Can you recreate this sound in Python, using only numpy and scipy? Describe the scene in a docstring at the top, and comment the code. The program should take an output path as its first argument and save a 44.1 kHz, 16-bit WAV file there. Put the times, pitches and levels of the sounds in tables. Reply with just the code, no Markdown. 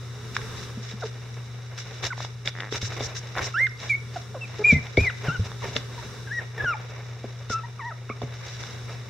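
"""A mains hum, the air of a room and faint rustling come first; then clicks, thumps, newborn puppies' cries, sniffs.
The pups squeak and whimper on a blanket in a walled pen, close to a hand-held camera: gliding near sines
with weak overtones, and one creak of throat pulses. Big dogs puff shaped noise over the litter; cloth rustles
as lumpy noise; claws and tongues click as short bursts; paws thump the pen floor as damped oscillations."""
import sys
import numpy as np
from scipy import signal
from scipy.fft import rfft, irfft
from scipy.io import wavfile
from scipy.ndimage import uniform_filter1d

SR = 44100
rng = np.random.default_rng(int(sys.argv[2]) if len(sys.argv) > 2 else 0)


def generate_wav(signal):
    """Clip the signal to [-1, 1] and save it as 16-bit WAV at the path in sys.argv[1]."""
    frames = np.transpose(np.atleast_2d(signal))
    scaled = np.clip(frames, -1, 1) * 32767
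    pcm = np.round(scaled).astype(np.int16)
    wavfile.write(sys.argv[1], SR, pcm)


def how_loud(loudness_db):
    """Turn decibels into a plain amplitude multiplier (0 dB gives 1, 20 dB gives 10)."""
    steps = np.asarray(loudness_db, float) / 20
    return 10 ** steps


N = 400869
T = np.arange(N) / SR
LEFT_RIGHT = np.array([[1], [-1]])


def interp_log(hz, points):
    """Logarithmic frequency scale: interpolates the second column of points along log f."""
    point_hz, values = np.transpose(points)
    return np.interp(np.log(hz), np.log(point_hz), values)


def colour(x, points):
    """Spectral weighting: shapes x by (f/Hz, level/dB) points; unit rms for unit white noise."""
    hz = np.fft.rfftfreq(x.shape[-1], 1 / SR) + 1
    gain = how_loud(interp_log(hz, points))
    return irfft(rfft(x) * gain / np.sqrt(np.mean(gain ** 2)), x.shape[-1])


def walk(rate):
    """Band-limited fluctuation: random levels held 1 / rate s and smoothed twice; spread near 1."""
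    hold = int(SR / rate)
    steps = np.repeat(rng.standard_normal(N // hold + 1), hold)
    return 1.34 * uniform_filter1d(uniform_filter1d(steps, hold), hold)[:N]


def ring(hz, t60, length):
    """Damped free oscillation from rest; t60 in s, length in samples."""
    t = np.arange(length) / SR
    return np.sin(2 * np.pi * hz * t) * np.exp(-np.log(1000) * t / t60)


def add(track, s, sound):
    """Superposition: lays a sound into a track at s seconds."""
    i = int(s * SR)
    track[..., i:i + sound.shape[-1]] += sound[..., :N - i]


# likeness of the two ports in a spread sound: f/Hz, left-right correlation [1]
LIKENESS = [(60, 0.92), (300, 0.7), (1400, 0.71), (2800, 0.48), (4000, 0.43), (7000, 0.036)]


def wide(points, make):
    """Spatial coherence: both ports hear the bass alike and the treble apart."""
    hz = np.fft.rfftfreq(N, 1 / SR) + 1
    alike = np.clip(interp_log(hz, LIKENESS), 0, 1)
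    shared, opposed = (rfft(colour(make(), points)) for _ in range(2))
    mixed = np.sqrt(1 + alike) * shared + np.sqrt(1 - alike) * opposed * LEFT_RIGHT
    return irfft(mixed / np.sqrt(2), N)


AIR_DB = -47.5  # mean level; it wanders
HUM_HZ, HUM_DB = 120, -37.5  # mean rms level; it wavers
# spectrum of the room's air: f/Hz, level/dB per Hz
AIR = [(20, -10), (50, 2), (90, 10), (170, 2), (230, 0.5), (310, -10.5), (410, 3), (650, -14.5),
       (1300, -7.5), (2500, -14), (5500, -23), (7500, -23.5), (9500, -28), (16000, -36)]


def room():
    """Broadband noise and a pure tone: slowly wandering air and a slightly wavering hum at twice the mains."""
    air = wide(AIR, lambda: rng.standard_normal(N))
    hum_db = HUM_DB + 1.07 * walk(23) + 0.61 * LEFT_RIGHT
    hum = np.sqrt(2) * how_loud(hum_db) * np.sin(2 * np.pi * HUM_HZ * T)
    return how_loud(AIR_DB + 3.2 * walk(2.686)) * air + hum


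def fibres(per_s, scatter_db, smear_s):
    """Stick-slip friction: noise made lumpy by many small catches of uneven size."""
    catches = (rng.random(N) < per_s / SR) * how_loud(scatter_db * rng.exponential(size=N))
    lumps = signal.lfilter([1], [1, -np.exp(-1 / (smear_s * SR))], catches) + 0.65
    x = lumps * rng.standard_normal(N)
    return x / uniform_filter1d(x ** 2, size=8000) ** .5


RISE_SHARE, FADE_SHARE = 0.15, 0.41  # time for a change of 20 dB, as a share of the edge time below
FIRM_DB, SOFTER_PER_DB = -46, 0.9  # firm strokes start and stop abruptly, lighter ones swell and ebb
SQUIRM_PRESS_DB = 8.5  # pressing over rubbing
# fur, paws and noses moving on the blanket: start t/s, length t/s, rub level/dB, press level/dB
RUSTLES = [(0.348, 0.018, -39.5, -45), (0.571, 0.063, -46, -51), (0.834, 0.079, -47, -49.5),
           (1.008, 0.062, -48, -46), (1.78, 0.036, -41.5, -47), (1.866, 0.13, -51, -47.5),
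           (2.031, 0.038, -34.5, -35), (2.18, 0.07, -44, -56), (2.458, 0.03, -38, -37),
           (2.573, 0.064, -55, -44.5), (2.723, 0.049, -36.5, -38.5), (2.817, 0.045, -39.5, -40),
           (2.904, 0.14, -46.5, -38.5), (3.01, 0.034, -43, -50), (3.155, 0.025, -42, -45),
           (3.367, 0.042, -48.5, -32), (3.421, 0.061, -40.5, -36.5), (3.803, 0.09, -45, -42),
           (4.142, 0.055, -49, -45), (4.605, 0.11, -51.5, -48.5), (4.708, 0.03, -40, -50.5),
           (4.977, 0.075, -44.5, -44), (5.25, 0.045, -47, -35), (5.446, 0.02, -43, -45),
           (5.624, 0.12, -46.5, -38.5), (5.757, 0.023, -39.5, -33.5), (5.97, 0.058, -50.5, -44.5),
           (6.419, 0.017, -63, -39.5), (6.59, 0.05, -60, -38), (6.825, 0.099, -59, -44),
           (7.5, 0.037, -41, -48), (8.224, 0.012, -66, -42), (8.45, 0.1, -47, -50), (8.6, 0.09, -47.5, -48),
           (8.895, 0.029, -53.5, -44)]
# the litter squirming all along: t/s, rub level/dB
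SQUIRM = [(0, -62), (1.2, -58), (2.3, -57.5), (2.5, -69.5), (3.0, -50.5), (3.6, -53.5), (4.05, -92),
          (4.5, -52.5), (5.33, -52), (5.55, -59.5), (6.2, -60), (7.0, -56.5), (7.4, -57.5), (8.0, -62),
          (8.4, -52.5), (9.09, -57)]


def movement():
    """Power addition of envelopes: each rustle rises, holds and fades over the continuous squirming."""
    t = T[::44]
    s, length, rub_db, press_db = np.transpose(RUSTLES)[:, :, None]
    edge_s = length * (2.0 + SOFTER_PER_DB * np.clip(FIRM_DB - rub_db, 0, 12))
    outside_s = np.maximum((s - t) / RISE_SHARE, (t - s - length) / FADE_SHARE)
    shape_db = -20 * np.maximum(0, outside_s / edge_s)
    squirm_db = np.interp(t, *np.transpose(SQUIRM))

    def total(db, under_db):
        power = np.sum(how_loud(db + shape_db) ** 2, axis=0) + how_loud(under_db) ** 2
        return np.interp(T, t, np.sqrt(power))

    return total(rub_db, squirm_db), total(press_db, squirm_db + SQUIRM_PRESS_DB)


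# spectrum of fur brushing cloth, also of the scuff after a click: f/Hz, level/dB per Hz
RUB = [(700, -22), (1500, 0.5), (2300, 1), (3500, -4.5), (5500, -8), (7200, -10.5), (9000, -27),
       (15000, -31)]
# spectrum of the blanket crumpling: f/Hz, level/dB per Hz
PRESS = [(35, 3.5), (110, 13.5), (250, -8), (420, 5.5), (800, 0), (1500, -3), (2400, -1.5), (3000, -12.5),
         (5000, -32.5)]


def bedding():
    """Friction noise: fur brushing cloth swishes in fine grains; weight on the blanket crumples lower."""
    rubbing, pressing = movement()
    rub = wide(RUB, lambda: fibres(900, 2.9, .004))
    press = wide(PRESS, lambda: fibres(120, 4.4, 0.022))
    return rub * rubbing + press * pressing


TICKS_PER_S, TICK_DB = 8, -44  # level of the strongest at the centre


def ticks():
    """Impulse excitation: tiny claws snag threads at chance moments, each a brief ring at its own place."""
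    out = np.zeros((2, N))
    for when, pitch, size, pan in rng.random((TICKS_PER_S * N // SR, 4)):
        snag = ring(1500 * 4 ** pitch, 0.011, length=400)
        level_db = TICK_DB - 15.0 * size + 6.0 * (pan - .5) * LEFT_RIGHT
        add(out, when * T[-1], how_loud(level_db) * snag)
    return out


# claws and tongues: t/s, contact level/dB, ring f/Hz, treble level/dB relative to the contact
CLICKS = [(0.366, -15, 1630, -16.5), (0.391, -39, 1000, -18), (0.416, -36, 2200, -18), (1.04, -42, 1400, 0),
          (3.353, -30, 1400, -18), (4.868, -34.5, 2096, -10), (6.645, -28.5, 898, -19),
          (2.179, -32, 820, -24), (2.204, -27, 890, -28), (2.248, -28.5, 840, -8), (2.475, -19.5, 2270, -5),
          (2.604, -24, 2040, -10), (2.725, -33.5, 1290, 1), (2.774, -38, 2300, -17),
          (2.921, -31, 1600, -21), (3.007, -28.5, 755, -6), (3.375, -23, 1260, -20),
          (3.383, -20.5, 1600, -13), (3.392, -19, 1430, -43), (3.668, -31, 2140, -5),
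          (4.972, -26, 2240, -3), (5.517, -33, 1228, -10), (5.7644, -21, 2885, -2),
          (5.7667, -20.5, 1792, -11), (7.499, -31, 1414, -26), (8.096, -36, 1184, -40),
          (8.218, -28, 687, -14.5), (8.637, -33, 1460, -8)]


def clicks(rise_s=0.000624):
    """Impulsive contact: it builds and lets go in a few cycles, with a bright edge and a scuff after."""
    out = np.zeros((2, N))
    t = np.arange(1500) / SR
    contact = t / rise_s * np.exp(1 - t / rise_s)
    scuff_shape = np.minimum(contact.cumsum() / 60, 1) * np.exp(-t / 0.0053)
    for (s, db, hz, treble_db), (pan, *turns) in zip(CLICKS, rng.standard_normal((len(CLICKS), 5))):
        def tone(f_hz, k):
            return np.sin(2 * np.pi * (f_hz * t + turns[k]))

        def snap(f_hz):
            return np.cos(2 * np.pi * (f_hz * (t - rise_s) + turns[0]))

        body = snap(hz) + .5 * snap(0.72 * hz) + 0.49 * snap(1.476 * hz)
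        edge = how_loud(treble_db) * (tone(3510, 2) + 0.59 * tone(4800, 3) * LEFT_RIGHT)
        scuff = 0.15 * colour(rng.standard_normal((2, len(t))), RUB) * scuff_shape
        side = how_loud(2.0 * pan * LEFT_RIGHT / 2)
        add(out, s, how_loud(db) * (contact * (body + edge) + scuff) * side)
    return out


# paws on the pen floor: t/s, boom level/dB, boom f/Hz, knock level/dB
THUMPS = [(0.773, -23, 223, -41), (0.936, -27, 210, -55), (2.724, -20, 432, -42), (2.828, -20, 103, -37),
          (3.005, -28, 120, -26.5), (4.725, -8, 225, -22.5), (4.728, -8.5, 145, -35),
          (4.735, -12, 84, -33.5), (4.762, -14.5, 140, -40), (4.976, -14, 136, -15),
          (4.98, -8.5, 85.8, -22.5), (5.009, -9.5, 89, -50), (5.282, -13, 149, -30),
          (5.393, -10.5, 98.7, -33), (5.682, -30, 134.5, -30), (5.76, -23.5, 135, -25),
          (6.638, -20.5, 127.4, -28.5), (7.242, -27, 380, -27.5), (7.5, -22, 110.7, -26.5),
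          (8.099, -34, 117.2, -27.5), (8.22, -40, 400, -27), (8.234, -23, 134, -29.5)]
# modes of the pen's panels, varied at each thump: nominal f/Hz, nominal level/dB, t60 t/s
PANELS = [(235.5, -3, 0.069), (428, 0.5, 0.069), (533, 1.5, 0.039), (661, 4, 0.022)]


def thumps(cycles=14.0):
    """Modal excitation by a soft paw: the floor booms where it gives, and the pen's panels knock."""
    out = np.zeros(N)
    push = np.hanning(60)
    for (s, db, hz, knock_db), shares in zip(THUMPS, rng.standard_normal((len(THUMPS), len(PANELS)))):
        boom_t60 = cycles / hz
        boom = ring(hz, boom_t60, 12000) + 0.27 * ring(1.755 * hz, boom_t60 / 1.12, 12000)
        knock = np.zeros(12000)
        # each mode's sign, strength and slight detuning vary from thump to thump
        for g, (mode_hz, mode_db, t60) in zip(shares, PANELS):
            strength = np.sign(g) * how_loud(mode_db - 3.5 + 2.9 * np.abs(g))
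            knock += strength * ring(mode_hz * (1 + 0.037 * g), t60, 12000)
        # the floor gives for about half a cycle of its boom
        give = np.hanning(int(SR / hz / 2))
        add(out, s, how_loud(db) * np.convolve(boom, give / give.sum()))
        add(out, s, how_loud(knock_db) * np.convolve(knock, push / push.sum()))
    return out


YIP_SETTLES, YIP_SWELL_DB = 0.2, 1.5  # time constant of the glide as a share of the length; middle over ends
# whimpers, one table a breath: t/s, pitch f/Hz, level/dB
WHIMPERS = [
    [(1.022, 766, -43), (1.034, 676, -33.5), (1.039, 453, -33), (1.06, 425.4, -31.5), (1.068, 423, -45)],
    [(2.106, 1547, -30.5), (2.122, 1410, -32), (2.127, 1100, -35.5), (2.134, 974, -34.5)],
    [(4.412, 2726, -42), (4.419, 2673, -36), (4.441, 2638, -35), (4.456, 2324, -42)],
    [(8.095, 1410, -35.5), (8.103, 1028, -40), (8.117, 1287, -35.5), (8.126, 1120, -53)],
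    [(3.543, 1315, -28), (3.559, 1387, -26.5), (3.609, 2064, -20.5), (3.635, 2138, -20), (3.667, 2074, -27),
     (3.671, 1540, -31.5), (3.681, 1380, -48)],
    [(3.897, 2340, -26), (3.905, 2350, -20), (3.933, 2147, -25.5), (3.953, 2247, -23.5), (3.963, 2220, -41)],
    [(4.642, 2350, -24), (4.648, 2370, -12.5), (4.672, 2457, -16), (4.692, 2450, -14.5),
     (4.708, 2314, -11.5), (4.73, 2226, -27), (4.746, 2025, -31), (4.758, 2106, -24), (4.79, 2005, -40)],
    [(4.973, 2193, -18.5), (5.011, 2470, -27), (5.039, 2476, -22.5), (5.061, 2170, -28.5),
     (5.081, 1984, -18.5), (5.097, 1896, -42), (5.099, 1540, -26.5), (5.105, 1325, -38)],
    [(5.272, 1603, -32), (5.284, 1444, -34), (5.301, 1346, -27), (5.335, 1576, -37), (5.36, 1437, -29),
     (5.37, 1387, -46)],
    [(6.274, 1647, -40), (6.296, 1510, -46), (6.318, 1700, -29), (6.332, 1915, -34), (6.376, 1908, -31),
     (6.388, 1885, -25), (6.398, 1793, -34), (6.41, 1267, -51)],
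    [(6.581, 1846, -34), (6.593, 1720, -42), (6.609, 1677, -23.5), (6.629, 1773, -43), (6.647, 1670, -27),
     (6.671, 1447, -25.5), (6.709, 1380, -25.5), (6.739, 1150, -36)],
    [(7.503, 1460, -36), (7.541, 1304, -27), (7.583, 1360, -32), (7.601, 1270, -41)],
    [(7.789, 1330, -63), (7.795, 1206, -33), (7.813, 968, -42), (7.831, 893, -41), (7.873, 985, -36.5),
     (7.905, 889, -42.5), (7.914, 655, -48), (7.926, 640, -42)],
]
# short yips and grunts: start t/s, length t/s, first f/Hz, last f/Hz, mid level/dB
YIPS = [(4.161, 0.012, 800, 691, -28), (4.346, .035, 791, 503.3, -35), (4.593, 0.035, 423, 423.3, -29),
        (5.622, 0.0402, 1150, 902, -41), (5.98, 0.019, 1018, 932, -41.5), (6.744, 0.015, 892, 857, -32.5),
        (7.636, 0.02125, 906, 957, -40.5)]


def breaths():
    """Pitch glide: every cry as (s, Hz, dB) points; a yip relaxes fast to its last pitch and swells midway."""
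    share = np.linspace(0, 1, 9)
    yips = []
    for s, length, first_hz, last_hz, db in YIPS:
        pitch = last_hz + (first_hz - last_hz) * np.exp(-share / YIP_SETTLES)
        level_db = db - YIP_SWELL_DB * (2 * share - 1) ** 2
        yips.append(np.transpose([s + length * share, pitch, level_db]))
    return sorted([np.array(cry) for cry in WHIMPERS] + yips, key=lambda cry: cry[0, 0])


ATTACK_S, RELEASE_S = 0.0039, 0.004  # of every breath
OVERTONE_FROM_DB, OVERTONE_GROWTH = -28, .6  # level where overtones match the effort; dB per dB of effort
ORDER_DB = -3  # extra level per order above the third partial
# the litter drifts across as the camera turns: t/s, left minus right level/dB
LITTER_SIDE = [(1.0, 0), (3.6, -3), (4.7, 0.5), (5.8, 4.5), (6.7, 1), (7.8, 1.5), (8.2, -3)]
# a wider mouth lets more of the lower overtones out: t/s, level/dB
MOUTH = [(1.036, 7.5), (1.048, -12), (1.07, -13), (2.12, -7), (2.13, 5), (3.56, 4), (3.6, -1.5), (4.6, -7),
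         (5.085, 9), (5.3, 4), (5.98, -8), (6.35, 0.5), (6.72, 2), (6.741, 12), (6.748, -16), (7.5, -5.5),
         (7.9, 0.5), (7.915, 11), (8.1, 0.5)]
# second partial before the mouth acts: pitch f/Hz, level/dB relative to the effort
SECOND = [(420, -13), (700, -9), (960, -6), (1150, -6), (1400, -19), (1700, -27), (1900, -36), (2250, -33),
          (2450, -41), (2700, -33)]
# third and higher partials before mouth and order act: partial f/Hz, level/dB relative to the effort
OVERTONES = [(1250, -14), (1700, -20), (2300, -25), (4300, -42), (5700, -33), (6050, -47), (7300, -35),
             (8200, -41), (9800, -40), (10800, -46), (12300, -38), (12800, -28), (13300, -52)]


def cries(jitter=.002, shimmer_db=.7, breath_db=-25, patchy_db=4.5):
    """Vocal-fold oscillation: tiny folds give a near sine with weak overtones, blurred by leaking air."""
    gate, pitch, level_db, held_db = np.zeros(N), np.full(N, 1000.), np.zeros(N), np.zeros(N)
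    for cry in breaths():
        start, end = cry[0, 0], cry[-1, 0]
        t = np.arange(start - ATTACK_S, end + RELEASE_S, 1 / SR)
        first = int(t[0] * SR)
        now = slice(first, first + len(t))
        # muscles cannot turn sharply, so the pitch rounds its corners
        pitch[now] = uniform_filter1d(np.interp(t, cry[:, 0], cry[:, 1]), size=260, mode="nearest")
        level_db[now] = np.interp(t, cry[:, 0], cry[:, 2])
        held_db[now] = uniform_filter1d(level_db[now], size=1800, mode="nearest")
        ramp = np.minimum(1 + (t - start) / ATTACK_S, 1 + (end - t) / RELEASE_S)
        add(gate, t[0], np.clip(ramp, 0, 1) ** 2)
    side_db = np.interp(T, *np.transpose(LITTER_SIDE)) * LEFT_RIGHT / 2
    placed = np.minimum(gate, 1) * how_loud(side_db)
    pitch = pitch * (1 + jitter * walk(150))
    phase = 2 * np.pi * np.cumsum(pitch) / SR
    # slack folds at low pitch leak more air, so grunts are hoarser than squeaks
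    hoarse = how_loud(breath_db) * 2500 / pitch
    # overtones follow the slow effort, and grow less than the first partial when a pup cries harder
    effort_db = OVERTONE_FROM_DB + OVERTONE_GROWTH * (held_db - OVERTONE_FROM_DB)
    mouth_db = np.interp(T, *np.transpose(MOUTH))
    second_db = np.interp(pitch, *np.transpose(SECOND)) + mouth_db + 2.0 * walk(60)
    upper = how_loud(second_db) * np.sin(2 * phase + .25 * walk(500))
    for k in range(3, 7):
        opened_db = mouth_db * np.clip(1 - k * pitch / 4000, 0, 1) + ORDER_DB * (k - 3)
        partial_db = np.interp(k * pitch, *np.transpose(OVERTONES)) + opened_db + patchy_db * walk(70)
        upper += how_loud(partial_db) * np.sin(k * phase + .8 * walk(560))
    fundamental = how_loud(level_db) * np.sin(phase) * (1 + hoarse * walk(900))
    shimmer = how_loud(shimmer_db * walk(90))
    return placed * np.sqrt(2) * shimmer * (fundamental + how_loud(effort_db) * upper)


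# spectrum of a nose's hiss: f/Hz, level/dB per Hz
NOSTRIL = [(2500, -19), (5000, -4), (6300, -1), (7600, -9), (11000, -30)]
# a big dog's nose puffs air over the litter: start t/s, length t/s, level/dB
SNIFFS = [(1.78, 0.024, -51), (2.04, .04, -49), (2.754, 0.024, -48), (2.823, 0.059, -46),
          (3.027, 0.04, -42.5), (3.156, 0.035, -44.5), (3.432, 0.039, -42), (7.505, 0.037, -43.5)]


def sniffs(edge_s=0.0071):
    """Turbulent flow noise: smooth bright hiss that swells through each puff and stops short."""
    s, length, db = np.transpose(SNIFFS)[:, :, None]
    t = T[::44]
    swell = np.minimum((t - s) / length + 0.53, (s + length - t) / edge_s + 1)
    flow = np.clip(swell, 0, 1) * (t > s - edge_s)
    strength = np.interp(T, t, np.sum(how_loud(db) * flow, axis=0))
    return strength * wide(NOSTRIL, lambda: rng.standard_normal(N))


CREAK_S, CREAK_LENGTH_S, CREAK_PER_S = 2.543, .155, 90  # start, length, mean closures per second
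CREAK_DB, CREAK_SWELL_DB = -38, 8  # pulse level midway before throat and fluctuation; middle over ends
# resonances of a pup's throat: f/Hz, width f/Hz, level/dB
CREAK_THROAT = [(510, 96, -7), (1150, 570, 0), (1880, 480, 20)]


def creak():
    """Source-filter model: slow separate closures of the vocal folds each ring the throat."""
    share = (T - CREAK_S) / CREAK_LENGTH_S
    cycles = np.cumsum((share > 0) * CREAK_PER_S * (1 + 0.12 * walk(70))) / SR
    swell_db = CREAK_DB - CREAK_SWELL_DB * np.minimum((2 * share - 1) ** 2, 1) + 2.0 * walk(90)
    swell = how_loud(swell_db) * (share > 0) * (share < 1)
    throat = sum(how_loud(db) * ring(hz, np.log(1000) / (np.pi * width), 800) for hz, width, db in CREAK_THROAT)
    closures = np.diff(np.floor(cycles), prepend=0) * swell
    # each closure takes a fraction of a millisecond, which dulls the top
    return uniform_filter1d(signal.fftconvolve(closures, throat)[:N], size=11)


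PEN_T60_S, PEN_DB = 0.38, -12.5


def pen_walls():
    """Diffuse reverberation: decaying noise, alike at both ports in the bass where waves are long."""
    t = np.arange(SR // 2) / SR
    walls = rng.standard_normal((2, len(t))) * np.exp(-np.log(1000) * t / PEN_T60_S) * (t > .004)
    alike = walls.mean(axis=0)
    high_pass = signal.butter(2, 300, "high", fs=SR, output="sos")
    walls = alike + signal.sosfilt(high_pass, walls - alike)
    return walls * how_loud(PEN_DB) / np.sqrt(np.sum(walls ** 2, axis=1, keepdims=True))


def scene():
    """Superposition: near sounds with the short echo of the pen walls, over bedding, sniffs and room."""
    near = ticks() + clicks() + thumps() + cries() + creak()
    echo = signal.fftconvolve(near, pen_walls(), axes=1)[:, :N]
    return near + echo + room() + bedding() + sniffs()


def low_pass(x):
    """Removes everything above the highest recorded frequency."""
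    return signal.sosfilt(signal.butter(12, 16640, fs=SR, output="sos"), x)


BASS_HZ, TOP_HZ = 41.7, 15800  # bass is 6 dB down here; nothing passes from the top limit up
# cavities of the camera body: f/Hz, width f/Hz, level/dB
BODY = [(2506, 89, -11), (3200, 77, -27), (3850, 756, 11), (4288, 580, -9.5), (4976, 120, -12.5),
        (5443, 1840, 12)]


def record(dry):
    """Cavity resonance: the camera body puts dips and bumps in the treble; deep bass and the top are cut."""
    hz = np.fft.rfftfreq(N, 1 / SR)
    body_db = sum(db / (1 + (2 * (hz - centre_hz) / width) ** 2) for centre_hz, width, db in BODY)
    passed = (hz < TOP_HZ) * hz ** 2 / (hz ** 2 + BASS_HZ ** 2)
    mix = irfft(rfft(dry) * how_loud(body_db) * passed, N)
    return low_pass(mix)


dry = scene()
out = record(dry)
generate_wav(out)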